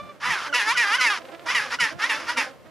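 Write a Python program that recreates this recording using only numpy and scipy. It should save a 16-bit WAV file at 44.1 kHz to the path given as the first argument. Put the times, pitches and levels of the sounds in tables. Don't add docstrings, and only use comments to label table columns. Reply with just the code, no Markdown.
import sys
import numpy as np
from scipy import signal
from scipy.fft import rfft, irfft
from scipy.io import wavfile
from scipy.ndimage import uniform_filter1d

SR = 44100
rng = np.random.default_rng(int(sys.argv[2]) if len(sys.argv) > 2 else 0)


def unload_audio(sound):
    columns = np.transpose(np.atleast_2d(sound))
    steps = np.round(np.clip(columns, -1, 1) * 32767)
    wavfile.write(sys.argv[1], SR, steps.astype(np.int16))


def ratio(d):
    e = np.asarray(d, float) / 20
    return 10 ** e


N = 119070


def in_time(s, values):
    return np.interp(np.arange(N) / SR, s, values)


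def rms_one(x):
    return x / np.sqrt(np.mean(x ** 2) + 1e-20)


def levelled(x, size):
    return x / np.sqrt(uniform_filter1d(x ** 2, size=size))


def filtered(x, order, hz, kind="low"):
    return signal.sosfilt(signal.butter(order, hz, kind, fs=SR, output="sos"), x)


def colour(x, points, cut_hz):
    hz, table = np.maximum(np.arange(N // 2 + 1) * SR / N, 1), np.array(points)
    gain_db = np.interp(np.log(hz), np.log(table[:, 0]), table[:, 1])
    return irfft(rfft(x) * ratio(gain_db) / (1 + (cut_hz / hz) ** 8), N)


def drift(rate_hz):
    r = np.exp(-2 * np.pi * rate_hz / SR)
    noise = rng.standard_normal(N + SR)
    return rms_one(signal.lfilter([1], [1, -2 * r, r * r], noise)[SR:])


def resonance(x, hz, width_hz):
    r = np.exp(-np.pi * width_hz / SR)
    hz, out, state = hz + np.zeros(N), np.zeros(N), np.zeros(2)
    for i in range(0, N, 128):
        b = [(1 - r * r) / 2, 0, (r * r - 1) / 2]
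        a = [1, -2 * r * np.cos(2 * np.pi * hz[i] / SR), r * r]
        out[i:i + 128], state = signal.lfilter(b, a, x[i:i + 128], zi=state)
    return out


def tones(hz, levels_db):
    phase = 2 * np.pi * np.cumsum(hz) / SR
    return rms_one(sum(ratio(db) * np.sin((k + 1) * phase) for k, db in enumerate(levels_db)))


def pulses(hz):
    clicks = np.diff(np.floor(np.cumsum(hz) / SR), prepend=0)
    return filtered(clicks, 2, 3500)


# t/s, level/dB, half tone f/Hz
OUT_STROKES = [
    [(0.2, -46.5, 397), (0.234, -27.5, 427.7), (0.26, -23.5, 496), (0.3, -23.5, 512)],
    [(0.3, -24.5, 502.4), (0.312, -21, 466.5), (0.408, -31.5, 331.6), (0.43, -31.5, 318.5)],
    [(0.54, -17, 486), (0.578, -22.5, 497), (0.618, -21.5, 408.5), (0.655, -30, 412.3)],
    [(0.77, -18, 493), (0.818, -19, 469.4), (0.85, -21, 400.7), (0.855, -24.5, 408)],
    [(1.005, -17, 508), (1.033, -19.5, 504), (1.075, -18, 452), (1.1, -24, 417)],
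    [(1.55, -19, 499.2), (1.584, -21, 454), (1.604, -25, 407.1), (1.7, -36.5, 402.8)],
    [(1.8, -18.5, 501.6), (1.846, -20, 455.7), (1.928, -40.5, 379.3), (1.96, -63, 331.4)],
    [(2.088, -36, 496.2), (2.098, -21, 469), (2.124, -22.5, 430), (2.2, -31, 371.7)],
    [(2.37, -19.5, 474.2), (2.406, -22.5, 446.7), (2.414, -23, 418), (2.52, -53.5, 315.3)],
]
# t/s, level/dB, half tone f/Hz
IN_STROKES = [
    [(0.43, -32, 429), (0.45, -31.5, 418.4), (0.472, -29.5, 469.4), (0.498, -42, 530.4),
     (0.515, -54.5, 554)],
    [(0.655, -29, 426.6), (0.683, -19.5, 438.5), (0.717, -19.5, 480), (0.743, -31.5, 610),
     (0.752, -28, 612.5)],
    [(0.855, -22.5, 402), (0.903, -22.5, 402.7), (0.953, -17.5, 496.7), (0.967, -28.5, 539.4),
     (0.982, -25.5, 560)],
    [(1.1, -19.5, 412.6), (1.118, -21.5, 413.6), (1.186, -33.5, 317.7), (1.2, -55.5, 300),
     (1.21, -46.5, 309)],
    [(1.452, -66, 442), (1.462, -33, 465.7), (1.502, -21, 490), (1.534, -28, 612), (1.545, -26.5, 589.7)],
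    [(1.7, -39.5, 424.6), (1.726, -25.5, 455), (1.75, -25, 487), (1.77, -48, 557.5), (1.785, -47, 552.7)],
    [(1.983, -52, 399.8), (1.995, -31.5, 410.2), (2.042, -19, 462), (2.074, -30, 530.9),
     (2.085, -35.5, 538)],
    [(2.2, -36.5, 448.8), (2.214, -35, 462.6), (2.264, -39.5, 429.4), (2.296, -21, 478.6),
     (2.36, -43.5, 501)],
]


def strokes():
    rows = [(*row, 1) for stroke in OUT_STROKES for row in stroke]
    rows += [(*row, 0) for stroke in IN_STROKES for row in stroke]
    rows = np.array(sorted(rows))
    level_db, hz, out = (in_time(rows[:, 0], column) for column in rows.T[1:])
    t = np.arange(N) / SR
    silent = (t < rows[0, 0]) | (t > rows[-1, 0]) | ((t > 1.21) & (t < 1.452))
    return uniform_filter1d(level_db, size=200), hz, out, silent


LOUD_DB = -21


def roughness(level_db, hz, out):
    t = np.arange(N) / SR
    weak = .042 * (LOUD_DB - level_db)
    early_or_late = .09 * ((t > 1.3) | (t < .5))
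    tired = .008 * out * (t > 1.3) * np.maximum(435 - hz, 0)
    return np.clip(.065 + weak + early_or_late + tired, .05, .8)


def syrinx(level_db, hz, out, rough, phase, waver):
    clean_to_hz = 6800
    quarter = ratio(-17 + out * (-8 + 17))
    half = ratio(-1 + out * (-7 + 1))
    clean = 0
    for k in range(2, 40):
        gain = quarter if k % 2 else half if k % 4 else 1
        rolloff = 1 + (k * 235 / clean_to_hz) ** 4
        clean = clean + gain * waver[k % 11] / rolloff * np.cos(k * phase + rng.uniform(0, 3.2))
    gate = np.exp(.35 * np.cos(2 * phase) + .12 * np.cos(phase))
    breath = rms_one(rng.standard_normal(N) * gate)
    hiss = filtered(breath, 2, clean_to_hz, "high") * ratio(7 * out + 1.47 * (level_db - LOUD_DB))
    return np.sqrt(1 - rough) * levelled(clean, 800) + np.sqrt(rough) * 2.4 * breath + 1.5 * hiss


# f/Hz, level/dB
THROAT_GAIN = [(410, -58), (700, 0.5), (1190, 6), (1970, 1), (3230, -3.5), (6180, -10.5), (8540, -24.5),
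               (10400, -19.5), (12300, -35.5), (15700, -41.5)]
# t/s, beak level/dB, beak shift [share of its f]
MOUTH_SHAPE = [(.25, 6.5, -0.28), (.32, 4, -0.082), (.46, -2.5, -0.22), (.56, 4.8, 0.064),
               (.7, -10.5, -0.019), (.8, 6.5, .01), (.93, -6, -0.049), (1.05, 11, -0.051),
               (1.15, -17, -0.0065), (1.5, -2, -0.097), (1.57, 5.5, -0.03), (1.74, -8, -0.07),
               (1.83, 5, -0.0087), (2.04, -4, -0.038), (2.11, 2.5, -0.015), (2.3, -4.5, -.05),
               (2.39, 3, -0.0072)]


def vocal_tract(source, level_db, hz, out, rough):
    source = source - .59 * out * resonance(source, 3.11 * hz, 760)
    nasal = ratio(-3) * resonance(source, 5130, 700)
    notch = .26 * resonance(source, 4170, 540)
    source = source + nasal - notch
    s, mouth_db, shift = np.transpose(MOUTH_SHAPE)
    opening = 1 + in_time(s, shift) + .004 * (level_db - LOUD_DB)
    beak_hz = np.clip(4.32 * hz * opening, 1250, 2250)
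    beak_db = -1 + out * (5 + 1) + in_time(s, mouth_db) - 16 * rough
    beak = ratio(beak_db) * rms_one(resonance(source, beak_hz, 553))
    return colour(source + beak, THROAT_GAIN, 778)


def bray():
    level_db, hz, out, silent = strokes()
    rough = roughness(level_db, hz, out)
    phase = np.pi * np.cumsum(hz * (1 + rough * .035 * drift(120))) / SR
    waver = [ratio(3.5 * drift(25)) for _ in range(11)]
    source = syrinx(level_db, hz, out, rough, phase, waver)
    voice = vocal_tract(source, level_db, hz, out, rough)
    chest = ratio(-27) * waver[0] * np.cos(2 * phase)
    ducked_db = 20. * silent + 8.8 * (squeaking()[1] > 0)
    gain = ratio(level_db - uniform_filter1d(ducked_db, size=260))
    return gain * (levelled(voice, 1000) + chest)


# t/s, length/s, level/dB, f/Hz
SQUEAK_EVENTS = [
    (.488, .016, -36, 1550),
    (.526, .016, -23, 1420),
    (.749, .021, -27, 1480),
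    (.981, .024, -24, 1500),
    (1.787, .014, -28, 1420),
    (2.36, .012, -32, 1400),
]


def squeaking():
    hz, gain, t = np.full(N, 1400.), np.zeros(N), np.arange(N) / SR
    for start, length, level_db, pitch_hz in SQUEAK_EVENTS:
        part = (t - start) / length
        on = (part > 0) & (part < 1.15)
        hz[on] = pitch_hz * (1 + .1 * (.5 - part[on]))
        ramps = np.minimum(part[on] / .15, (1.15 - part[on]) / .15)
        gain[on] = ratio(level_db) * np.clip(ramps, 0, 1)
    return hz, gain


SQUEAK_HARMONICS = [0, -9, -24, -22, -38]


def squeaks():
    hz, gain = squeaking()
    return gain * tones(hz, SQUEAK_HARMONICS)


# t/s, level/dB
TRUMPET_END = [
    (0, -41),
    (.105, -40),
    (.125, -50),
    (.15, -66),
]
TRUMPET_HARMONICS = [-7, 0, -16, -11, -20, -16, -26, -28, -30, -35, -36]


def trumpet():
    droop = np.clip(np.arange(N) / SR - .105, 0, .1)
    hz = 588 * (1 + .0067 * drift(24) - droop)
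    level_db = in_time(*np.transpose(TRUMPET_END)) + 3 * drift(32)
    return ratio(level_db) * tones(hz, TRUMPET_HARMONICS)


# t/s, level/dB, brightness level/dB
PURR_THROBS = [(1.217, -57.5, 13), (1.25, -57.5, 17), (1.284, -45.5, -0.5), (1.317, -50, 0),
               (1.347, -57.5, 16), (1.392, -59.5, 18.5), (1.439, -52.5, -30.5), (1.65, -44, -13),
               (2.463, -42, -12), (2.509, -56, 5), (2.546, -73, -22), (2.584, -81, -12), (2.622, -82, -32),
               (2.656, -76, -31)]


def purr():
    source = pulses(264 * (1 + .03 * drift(30))) + .005 * rng.standard_normal(N)
    hollow = rms_one(resonance(source, 628.7, 63.7))
    rasp = rms_one(filtered(source, 2, [800, 3800], "band"))
    t, out = np.arange(N) / SR, 0
    for s, level_db, bright_db in PURR_THROBS:
        after = np.clip((t - s) / .012, 0, 30)
        linger = after * np.exp(1 - after) ** 1.5 * 1.6
        burst = np.minimum(8 * after, 1) * np.exp(-(1.6 * after) ** 2)
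        out = out + ratio(level_db) * (hollow * linger + ratio(bright_db) * rasp * burst)
    return out


def rocks(x):
    echo_db, t60_s, bright = -4.5, .071, 3.6
    t = np.arange(SR // 4) / SR
    scatter = rng.standard_normal((2, len(t))) * ratio(-60 * t / t60_s) * (t > .002)
    scatter = scatter + bright * np.diff(scatter, prepend=0)
    scatter = scatter / np.sqrt((scatter ** 2).sum(1, keepdims=True))
    return ratio(echo_db) * signal.fftconvolve(x[None], scatter, axes=1)[:, :N]


GROWLERS_HZ = [249.8, 300.5, 304.6]
# f/Hz, level/dB
HUM_SPECTRUM = [(120, -40), (200, -19), (596, -2), (728, -12), (1840, -16.5), (2130, -19.5), (15500, -39)]
# t/s, level/dB
COLONY_SWELL = [(0, -2.5), (.2, -4.5), (.5, 0), (.8, -0.5), (1.2, -1), (1.5, -1.5), (1.75, 0.5), (1.95, -4),
                (2.2, 4.5), (2.501, -0.9), (2.7, -6)]


def crowd():
    noise = rng.standard_normal(N) + .8 * rng.standard_normal((2, N))
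    out = ratio(-47 + 1.5 * drift(6)) * rms_one(colour(noise, HUM_SPECTRUM, 180))
    for hz in GROWLERS_HZ:
        source = pulses(hz * (1 + .1 * drift(3.2) + .00803 * drift(53)))
        voice = resonance(source, 2 * hz, 200) + .7 * resonance(source, hz, 150)
        voice = rms_one(voice + .3 * resonance(source, 1150, 400))
        side_db = rng.uniform(-5.8, 1) * np.array([[1], [-1]])
        out = out + ratio(-58 + 5 * drift(7.9) + 5.53 * drift(12) + side_db) * voice
    return out * ratio(in_time(*np.transpose(COLONY_SWELL)))


# f/Hz, level/dB
WIND_SPECTRUM = [(15, -49), (25, -19), (70, -2), (102, 3), (177, 4.5), (420, -14.5), (500, -38), (650, -22),
                 (1100, -120)]
# t/s, width/s, level/dB
WIND_GUSTS = [(.03, .03, 11), (.085, 0.022, 4), (0.296, 0.052, 17), (.75, 0.031, 4), (1.01, 0.031, 4),
              (1.58, 0.063, 7.5), (1.83, 0.023, 18.5), (1.958, 0.022, 14), (2.17, 0.022, 7),
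              (2.26, 0.028, 5.5), (2.67, 0.013, 5)]


def wind():
    t = np.arange(N) / SR
    gust_db = sum(db * np.exp(-((t - s) / width) ** 2) for s, width, db in WIND_GUSTS)
    noise = colour(rng.standard_normal((2, N)), WIND_SPECTRUM + [(900, -60)], 20)
    mid, side = levelled(noise, 2500) * ratio(gust_db + 1.5 * drift(7))
    return ratio(-56.5) * (ratio(-5) * mid + side * [[1], [-1]])


def scene():
    near = bray() + squeaks() + trumpet() + purr()
    lean = filtered(near, 1, 3200) * (ratio(-.85) - 1)
    return near + lean * [[1], [-1]] + rocks(near) + crowd() + wind()


def roll_off(x):
    return signal.sosfilt(signal.butter(12, 15710, fs=SR, output="sos"), x)


def record(dry):
    top_cut = signal.cheby2(10, 60, 16600, fs=SR, output="sos")
    return roll_off(signal.sosfilt(top_cut, dry))


dry = scene()
out = record(dry)
unload_audio(out)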